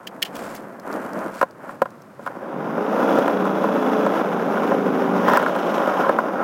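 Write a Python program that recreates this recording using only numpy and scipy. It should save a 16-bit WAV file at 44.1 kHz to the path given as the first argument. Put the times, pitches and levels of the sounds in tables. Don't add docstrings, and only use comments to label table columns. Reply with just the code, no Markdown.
import sys
import numpy as np
from scipy import signal
from scipy.fft import rfft, irfft, next_fast_len
from scipy.io import wavfile
from scipy.ndimage import uniform_filter1d, minimum_filter1d, map_coordinates

SR = 44100
rng = np.random.default_rng(int(sys.argv[2]) if len(sys.argv) > 2 else 0)


def wrap_up_sound(samples):
    columns = np.atleast_2d(samples).T
    tamed = np.clip(columns, -1, 1)
    steps = np.round(tamed * 32767).astype(np.int16)
    wavfile.write(sys.argv[1], SR, steps)


N = 283739

# frequency in Hz, level in dB, seconds to fade by 60 dB.
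DECK_MODES = [(231, -10.5, 0.053), (323, -10, 0.032), (544.5, 5.5, 0.038), (652, 6.5, 0.013),
              (736, 0.5, 0.045), (960, 7, 0.019), (1037, 7, 0.039), (1307, 7.5, 0.017), (1445, 1.5, 0.04),
              (1612, -2.5, 0.035), (1880, -13, 0.042), (2155, -17.5, 0.039)]


def amp(db):
    return 10 ** (np.asarray(db) / 20)


def unit(x):
    return x / np.sqrt(np.mean(x ** 2) + 1e-20)


def curves(rows):
    s, *cols = np.transpose(rows)
    return [np.interp(np.arange(N) / SR, s, c) for c in cols]


def wobble(rate):
    return map_coordinates(rng.standard_normal(int(N * rate / SR) + 4), [np.arange(N) * rate / SR])


def plateau(start, length, edge_s):
    corners = [start - edge_s, start, start + length, start + length + edge_s]
    return np.interp(np.arange(N) / SR, corners, [0, 1, 1, 0])


def coloured(x, points):
    size = 2 ** 13
    hz, db = np.transpose(points)
    gain = amp(np.interp(np.log(np.fft.rfftfreq(size, 1 / SR) + 1), np.log(hz), db))
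    cepstrum = irfft(np.log(np.maximum(gain, 1e-5)))
    cepstrum[1:size // 2] *= 2
    cepstrum[size // 2 + 1:] = 0
    impulse = irfft(np.exp(rfft(cepstrum)))
    return unit(signal.fftconvolve(x, impulse)[:len(x)])


def add(track, s, sound):
    part = track[round(s * SR):][:len(sound)]
    part += sound[:len(part)]


def blend(a, b, share):
    share = np.clip(share, 0, 1)
    return np.sqrt(1 - share) * unit(a) + np.sqrt(share) * unit(b)


def grit(rate, spread_db):
    size = amp(spread_db * np.minimum(rng.standard_normal(N), 2))
    return unit((rng.random(N) < rate / SR) * size * rng.choice([-1, 1], N))


def bass_cut(x):
    return signal.sosfilt(signal.butter(5, 128, "high", fs=SR, output="sos"), x)


def air():
    # frequency in Hz, level in dB.
    spectrum = [(20, -42), (50, -68), (90, -9), (135, 0), (220, 2), (400, -29), (1000, -10), (3000, -31),
                (16000, -38.5)]
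    return amp(-50.5 + 1.5 * wobble(5)) * coloured(rng.standard_normal(N), spectrum)


def rustles():
    # start in seconds, length in seconds, level in dB.
    brushes = [(0.367, 0.21, -44.5), (1.353, 0.031, -41.5), (1.704, 0.022, -54), (2.225, 0.028, -55)]
    # frequency in Hz, level in dB.
    spectrum = [(2000, 8.5), (3900, -2.5), (5000, 0.5), (6100, -4), (7400, 0), (8500, -3), (16000, -10)]
    fibres = grit(rate=2600, spread_db=4)
    envelope = sum(amp(db) * plateau(s, length, edge_s=0.045) for s, length, db in brushes)
    return envelope * amp(2.5 * wobble(61.9)) * coloured(fibres, spectrum)


def clicks():
    # start in seconds, level in dB, body gain in dB, seconds to fade by 60 dB.
    events = [(.068, -40, 0, .04), (.071, -31, -1, .035), (.22, -25, -1, .03), (.2255, -14.5, 1, .022),
              (.248, -35, 2, .09), (.354, -31, -5, .02), (.364, -31, -7, .022), (.55, -30, -20, .02)]
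    # frequency in Hz, level in dB.
    top_spectrum = [(500, -40), (3000, -6), (5500, 0), (8000, -2), (11000, -5), (14500, 1), (16000, -1)]
    body_spectrum = [(200, -38), (1200, -25), (1800, -5), (2100, -10), (2450, -4), (2700, -7), (3020, 3),
                     (3600, -11), (4400, -10), (6300, -17), (16000, -40)]
    out, t = np.zeros(N), np.arange(SR // 8) / SR
    rise = 1 - np.exp(-t / .002)
    for s, db, body_db, t60 in events:
        top, body = rng.standard_normal((2, len(t)))
        noise = .5 * coloured(top, top_spectrum) + amp(body_db) * coloured(body, body_spectrum)
        burst = rise * amp(-60 * t / t60)
        add(out, s, amp(db) * burst / burst.max() * noise)
    return out


def ticks():
    # start in seconds, level in dB.
    snaps = [(.563, -38), (.798, -41), (.928, -36), (1.133, -38), (1.19, -40), (1.51, -47), (1.905, -48),
             (2.02, -45)]
    # frequency in Hz, level in dB.
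    spectrum = [(2500, -18), (4000, -4), (5600, 0), (7500, -9), (14000, -12)]
    t60 = .016
    out, t = np.zeros(N), np.arange(SR // 32) / SR
    for s, db in snaps:
        add(out, s, amp(db - 60 * t / t60) * coloured(rng.standard_normal(len(t)), spectrum))
    return out


def push():
    # start in seconds, length in seconds, level in dB.
    stroke = (5.283, 0.095, -19.5)
    # frequency in Hz, level in dB.
    spectrum = [(100, -26), (500, -6), (800, 8.5), (1400, -2.5), (1900, -0.5), (2300, -16), (3300, -13),
                (4300, -28), (5500, -20), (8000, -41), (15000, -28)]
    s, length, db = stroke
    landing_s, release_t60 = 0.053, 0.16
    t = np.arange(N) / SR - s
    envelope = np.clip(1 + t / landing_s, 0, 1) * amp(db - 60 * np.maximum(t - length, 0) / release_t60)
    slips = amp(3.5 * wobble(160))
    return envelope * coloured(slips * grit(rate=3300, spread_db=4), spectrum)


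def chatter():
    # start and length in seconds, first and last level in dB.
    stretches = [(1.226, 0.18, -35.5, -42.5), (5.827, .26, -24, -24.5), (6.26, 0.22, -35.5, -21)]
    t = np.arange(SR // 8) / SR
    ring = sum((-1) ** k * amp(db - 60 * t / t60) * np.sin(2 * np.pi * hz * t)
               for k, (hz, db, t60) in enumerate(DECK_MODES))
    rattle = signal.fftconvolve(grit(rate=1600, spread_db=5), ring)[:N]
    envelope = np.zeros(N)
    for s, length, first_db, last_db in stretches:
        level_db, = curves([(s, first_db), (s + length, last_db)])
        envelope += plateau(s, length, edge_s=0.041) * amp(level_db)
    return envelope * unit(bass_cut(rattle))


def knocks():
    # start in seconds, rough peak level in dB,
    # lift of the high modes in dB, crack against that peak in dB.
    blows = [(1.413, -4.5, 2, -17), (1.4277, -3, -3.5, -22), (1.692, -21.5, 8, -22),
             (1.8184, -1.5, -7.5, -21.5), (1.8564, -18.5, 0, -23), (2.193, -24.5, -12, -30),
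             (2.263, -16, 3, -18), (2.274, -15.5, 9, -22), (2.779, -11.5, -6, -32), (3.186, -2.5, -22, -24),
             (3.279, -8, -4, -21.5), (3.453, -13.5, 5, -19), (3.64, -9, -12, -27), (4.064, -7, -8, -24),
             (4.396, -14, -1, -34), (4.571, -14, 5, -30), (4.718, -7, -7, -38), (5.281, -3.5, -6, -23),
             (5.296, -13.5, 9, -14), (5.309, -12, 5, -22), (5.335, -1, 5, -20), (5.372, 6, 4.5, -19),
             (5.396, -13, 1, -20), (5.426, -13.5, 9, -16), (5.462, -8, 17, -25), (5.561, -14.5, 2, -18),
             (5.874, -9.5, -8, -24), (6.094, 2, -8, -30), (6.186, -4, 0, -26)]
    # frequency in Hz, level in dB.
    crack_spectrum = [(500, 18.5), (3000, 6.5), (4500, -1), (8000, -4), (16000, -4)]
    crest_db = 19.5
    out, t = np.zeros(N), np.arange(SR // 8) / SR
    hz, mode_db, t60 = np.transpose(DECK_MODES)[:, :, None]
    treble = np.interp(np.log(hz), np.log([540, 1400]), [0, 1])
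    sign = (-1) ** np.arange(len(DECK_MODES))[:, None]
    for s, db, bright_db, crack_db in blows:
        scatter_db, detune = rng.standard_normal((2, len(DECK_MODES), 1))
        decays = amp(mode_db + bright_db * treble + scatter_db - 60 * t / t60)
        modes = sign * decays * np.sin(2 * np.pi * hz * (1 + .01 * detune) * t)
        ring = amp(-crest_db) * unit(bass_cut(modes.sum(0)))
        noise = coloured(rng.standard_normal(len(t)), crack_spectrum)
        crack = amp(crack_db - 60 * t / 0.035) * bass_cut(noise)
        thump = amp(-48 - 60 * t / .09) * np.sin(2 * np.pi * 40 * t)
        add(out, s, amp(db) * (ring + crack + thump))
    return out


def hiss(ground, fast):
    # frequency in Hz, level in dB.
    slow_spectrum = [(2000, 5.5), (4000, -4), (7500, -3.5), (11000, -4), (14000, -4), (16000, -19)]
    fast_spectrum = [(2470, -21), (4200, -10), (4540, 1.5), (5280, 3.5), (6320, 0), (7860, -11), (9190, -7),
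                     (13200, -3), (15100, -11), (16000, -4)]
    crackle = grit(rate=160, spread_db=4)
    rustle = coloured(blend(rng.standard_normal(N), crackle, share=0.4), slow_spectrum)
    fizz = coloured(blend(ground, rng.standard_normal(N), share=0.63), fast_spectrum)
    return blend(rustle, fizz, share=fast)


def tread(turns, size=900):
    return unit(np.interp(turns % 1, np.arange(size) / size, rng.standard_normal(size)))


def hubs(contact, turns):
    # start and length in seconds, centre and width in Hz, dB against the fast grind.
    rings = [(2.848, 1.3, 2940, 500, -29.5), (3.07, 1.1, 3410, 110, -28.5), (4.25, 1.5, 3090, 710, -28),
             (5.448, 0.68, 3140, 450, -25.5), (5.55, 0.41, 5270, 500, -37)]
    rub = unit(amp(4.5 * np.cos(2 * np.pi * turns)))
    out = np.zeros(N)
    for s, length, hz, width, db in rings:
        ring = signal.lfilter(*signal.iirpeak(hz, hz / width, SR), rub * contact)
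        out += amp(db) * plateau(s, length, edge_s=0.095) * unit(ring)
    return out


def grind(ground, turns, speed, load, fast):
    # frequency in Hz, level in dB.
    slow_spectrum = [(450, -28), (660, 5), (850, 6.5), (1030, 5.5), (1180, 4), (1450, 4), (1800, -3.5),
                     (2400, -14.5), (3200, -24), (4500, -93)]
    fast_spectrum = [(410, -42), (690, -1.5), (775, 4), (896, -2), (1010, 1.5), (1160, -4), (1400, -2.5),
                     (1620, -10), (1850, -15.5), (2360, -21.5), (3100, -26.5), (3700, -30), (4200, -40),
                     (7000, -100)]
    flutter_db = 1
    contact = blend(ground, tread(turns), share=0.13)
    crawl = coloured(grit(rate=120 * speed, spread_db=2.5), slow_spectrum)
    rasp = coloured(amp(flutter_db * load) * contact, fast_spectrum)
    return blend(crawl, rasp + hubs(contact, turns), share=fast)


def tread_wave(count, turns):
    return np.sin(2 * np.pi * (count * turns + rng.random() + .07 * wobble(16)))


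def hum(turns, speed):
    # number of waves round the rim, level in dB.
    wear = [(6, -9), (7, 0), (8, -1), (9, 1), (10, 0), (11, 0), (12, -5), (16, -4), (17, -3), (18, -3),
            (19, -5), (20, -4), (21, -3)]
    ripple_count, peak_hz, width_hz = 15, 424, 85
    tones = sum(amp(db + 3.5 * wobble(7)) * tread_wave(count, turns) for count, db in wear)
    resonance = 1 / np.hypot(1, 2 * (ripple_count * speed - peak_hz) / width_hz)
    ripple = resonance * amp(-5 + 2.5 * wobble(11)) * unit(tread_wave(ripple_count, turns))
    return unit(tones) + ripple


def rumble(ground, turns, speed, load, coarse_db):
    # frequency in Hz, level in dB.
    spectrum = [(70, -52.5), (102, -47.5), (139, -18), (192, 0.5), (346, 0), (428, -3), (555, 2.5),
                (700, -3.5), (910, -28.5), (1540, -120)]
    flutter_db = 1.7
    hum_share = np.interp(speed, [19, 27.9], [0, 1]) * (0.6 - 0.38 * coarse_db)
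    shake = blend(coloured(ground, spectrum), hum(turns, speed), share=hum_share)
    return unit(amp(flutter_db * load)) * shake


def rolling():
    # time in seconds, turns a second.
    pace = [(0, 12), (2.3, 14), (2.6, 22), (2.8, 27), (2.95, 31), (3.13, 30.5), (3.27, 28.2), (3.43, 27.4),
            (3.74, 29.4), (3.89, 28.3), (4.12, 29.2), (4.24, 26.2), (4.48, 25.2), (4.57, 26.7),
            (4.75, 26.4), (4.85, 25.2), (5.18, 26.1), (5.27, 27.2), (5.6, 26.1), (6.43, 26)]
    # time in seconds, level in dB.
    strength = [(0, -46), (.65, -37.5), (.8, -42), (1.04, -31.5), (1.3, -36.5), (1.48, -46.5),
                (1.75, -44.5), (2.15, -49), (2.3, -37.5), (2.74, -24.5), (3.1, -16.5), (3.38, -22),
                (4.02, -21), (4.2, -23), (5.2, -19), (5.6, -20.5), (6.43, -22.5)]
    # start and length in seconds,
    # lift of all the rolling in dB, extra grind in dB.
    patches = [(0, 0.31, 2.5, 1), (0.355, 0.14, 6.5, 0), (0.887, 0.069, 6.5, 1.5), (1.182, 0.083, 7, -1.5),
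               (1.636, 0.075, 6.5, 1.5), (2.31, 0.46, 0, -0.5), (2.852, 0.27, -1.5, 0), (3.9, 0.12, 1.5, 0),
               (4.16, 0.044, 0, 3.5), (4.53, 0.11, 0.5, 0), (4.787, 0.37, -1, -1.07),
               (5.387, 1.05, -3, 1.5), (5.713, 0.38, 1, 2)]
    slow_grind_db, fast_grind_db = -1, -4
    slow_hiss_db, cruise_hiss_db = -19, -25.5
    cruise_grind_db, hiss_growth = -26, 0.41
    level_db, = curves(strength)
    speed, = curves(pace)
    turns = np.cumsum(speed) / SR
    fast = np.interp(speed, [13.5, 20], [0, 1])
    load = fast * np.cos(4 * np.pi * turns)
    lift_db, coarse_db = sum(np.outer([lift, coarse], plateau(s, length, edge_s=0.058))
                             for s, length, lift, coarse in patches)
    texture_db = .8 * wobble(45)
    rumble_db = level_db + lift_db
    grind_db = rumble_db + coarse_db + texture_db + (1 - fast) * slow_grind_db + fast * fast_grind_db
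    fast_hiss_db = cruise_hiss_db + hiss_growth * (grind_db - cruise_grind_db)
    hiss_db = grind_db + (1 - fast) * slow_hiss_db + fast * fast_hiss_db
    ground = unit(grit(rate=70 * speed, spread_db=3.5) / np.sqrt(speed))
    return (bass_cut(amp(rumble_db + .5 * texture_db) * rumble(ground, turns, speed, load, coarse_db))
            + amp(grind_db) * grind(ground, turns, speed, load, fast)
            + amp(hiss_db) * hiss(ground, fast))


def scene():
    return (rolling() + chatter() + push() + knocks() + clicks() + ticks() + rustles() + air())[None]


def limiter(x, ceiling, release_db):
    window = 64
    needed_db = 20 * np.log10(np.minimum(1, ceiling / (np.abs(x) + 1e-9)))
    held_db = minimum_filter1d(needed_db, window)
    recovery_db = release_db * np.arange(N) / SR
    gain_db = np.minimum.accumulate(held_db - recovery_db, axis=-1) + recovery_db
    return x * amp(uniform_filter1d(gain_db, window))


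def record(dry):
    size = next_fast_len(N + SR // 2)
    held = limiter(dry, ceiling=.7, release_db=500)
    in_band = np.fft.rfftfreq(size, 1 / SR) < 15950
    return irfft(rfft(held, size) * in_band, size)[:, :N]


dry = scene()
out = record(dry)
wrap_up_sound(out)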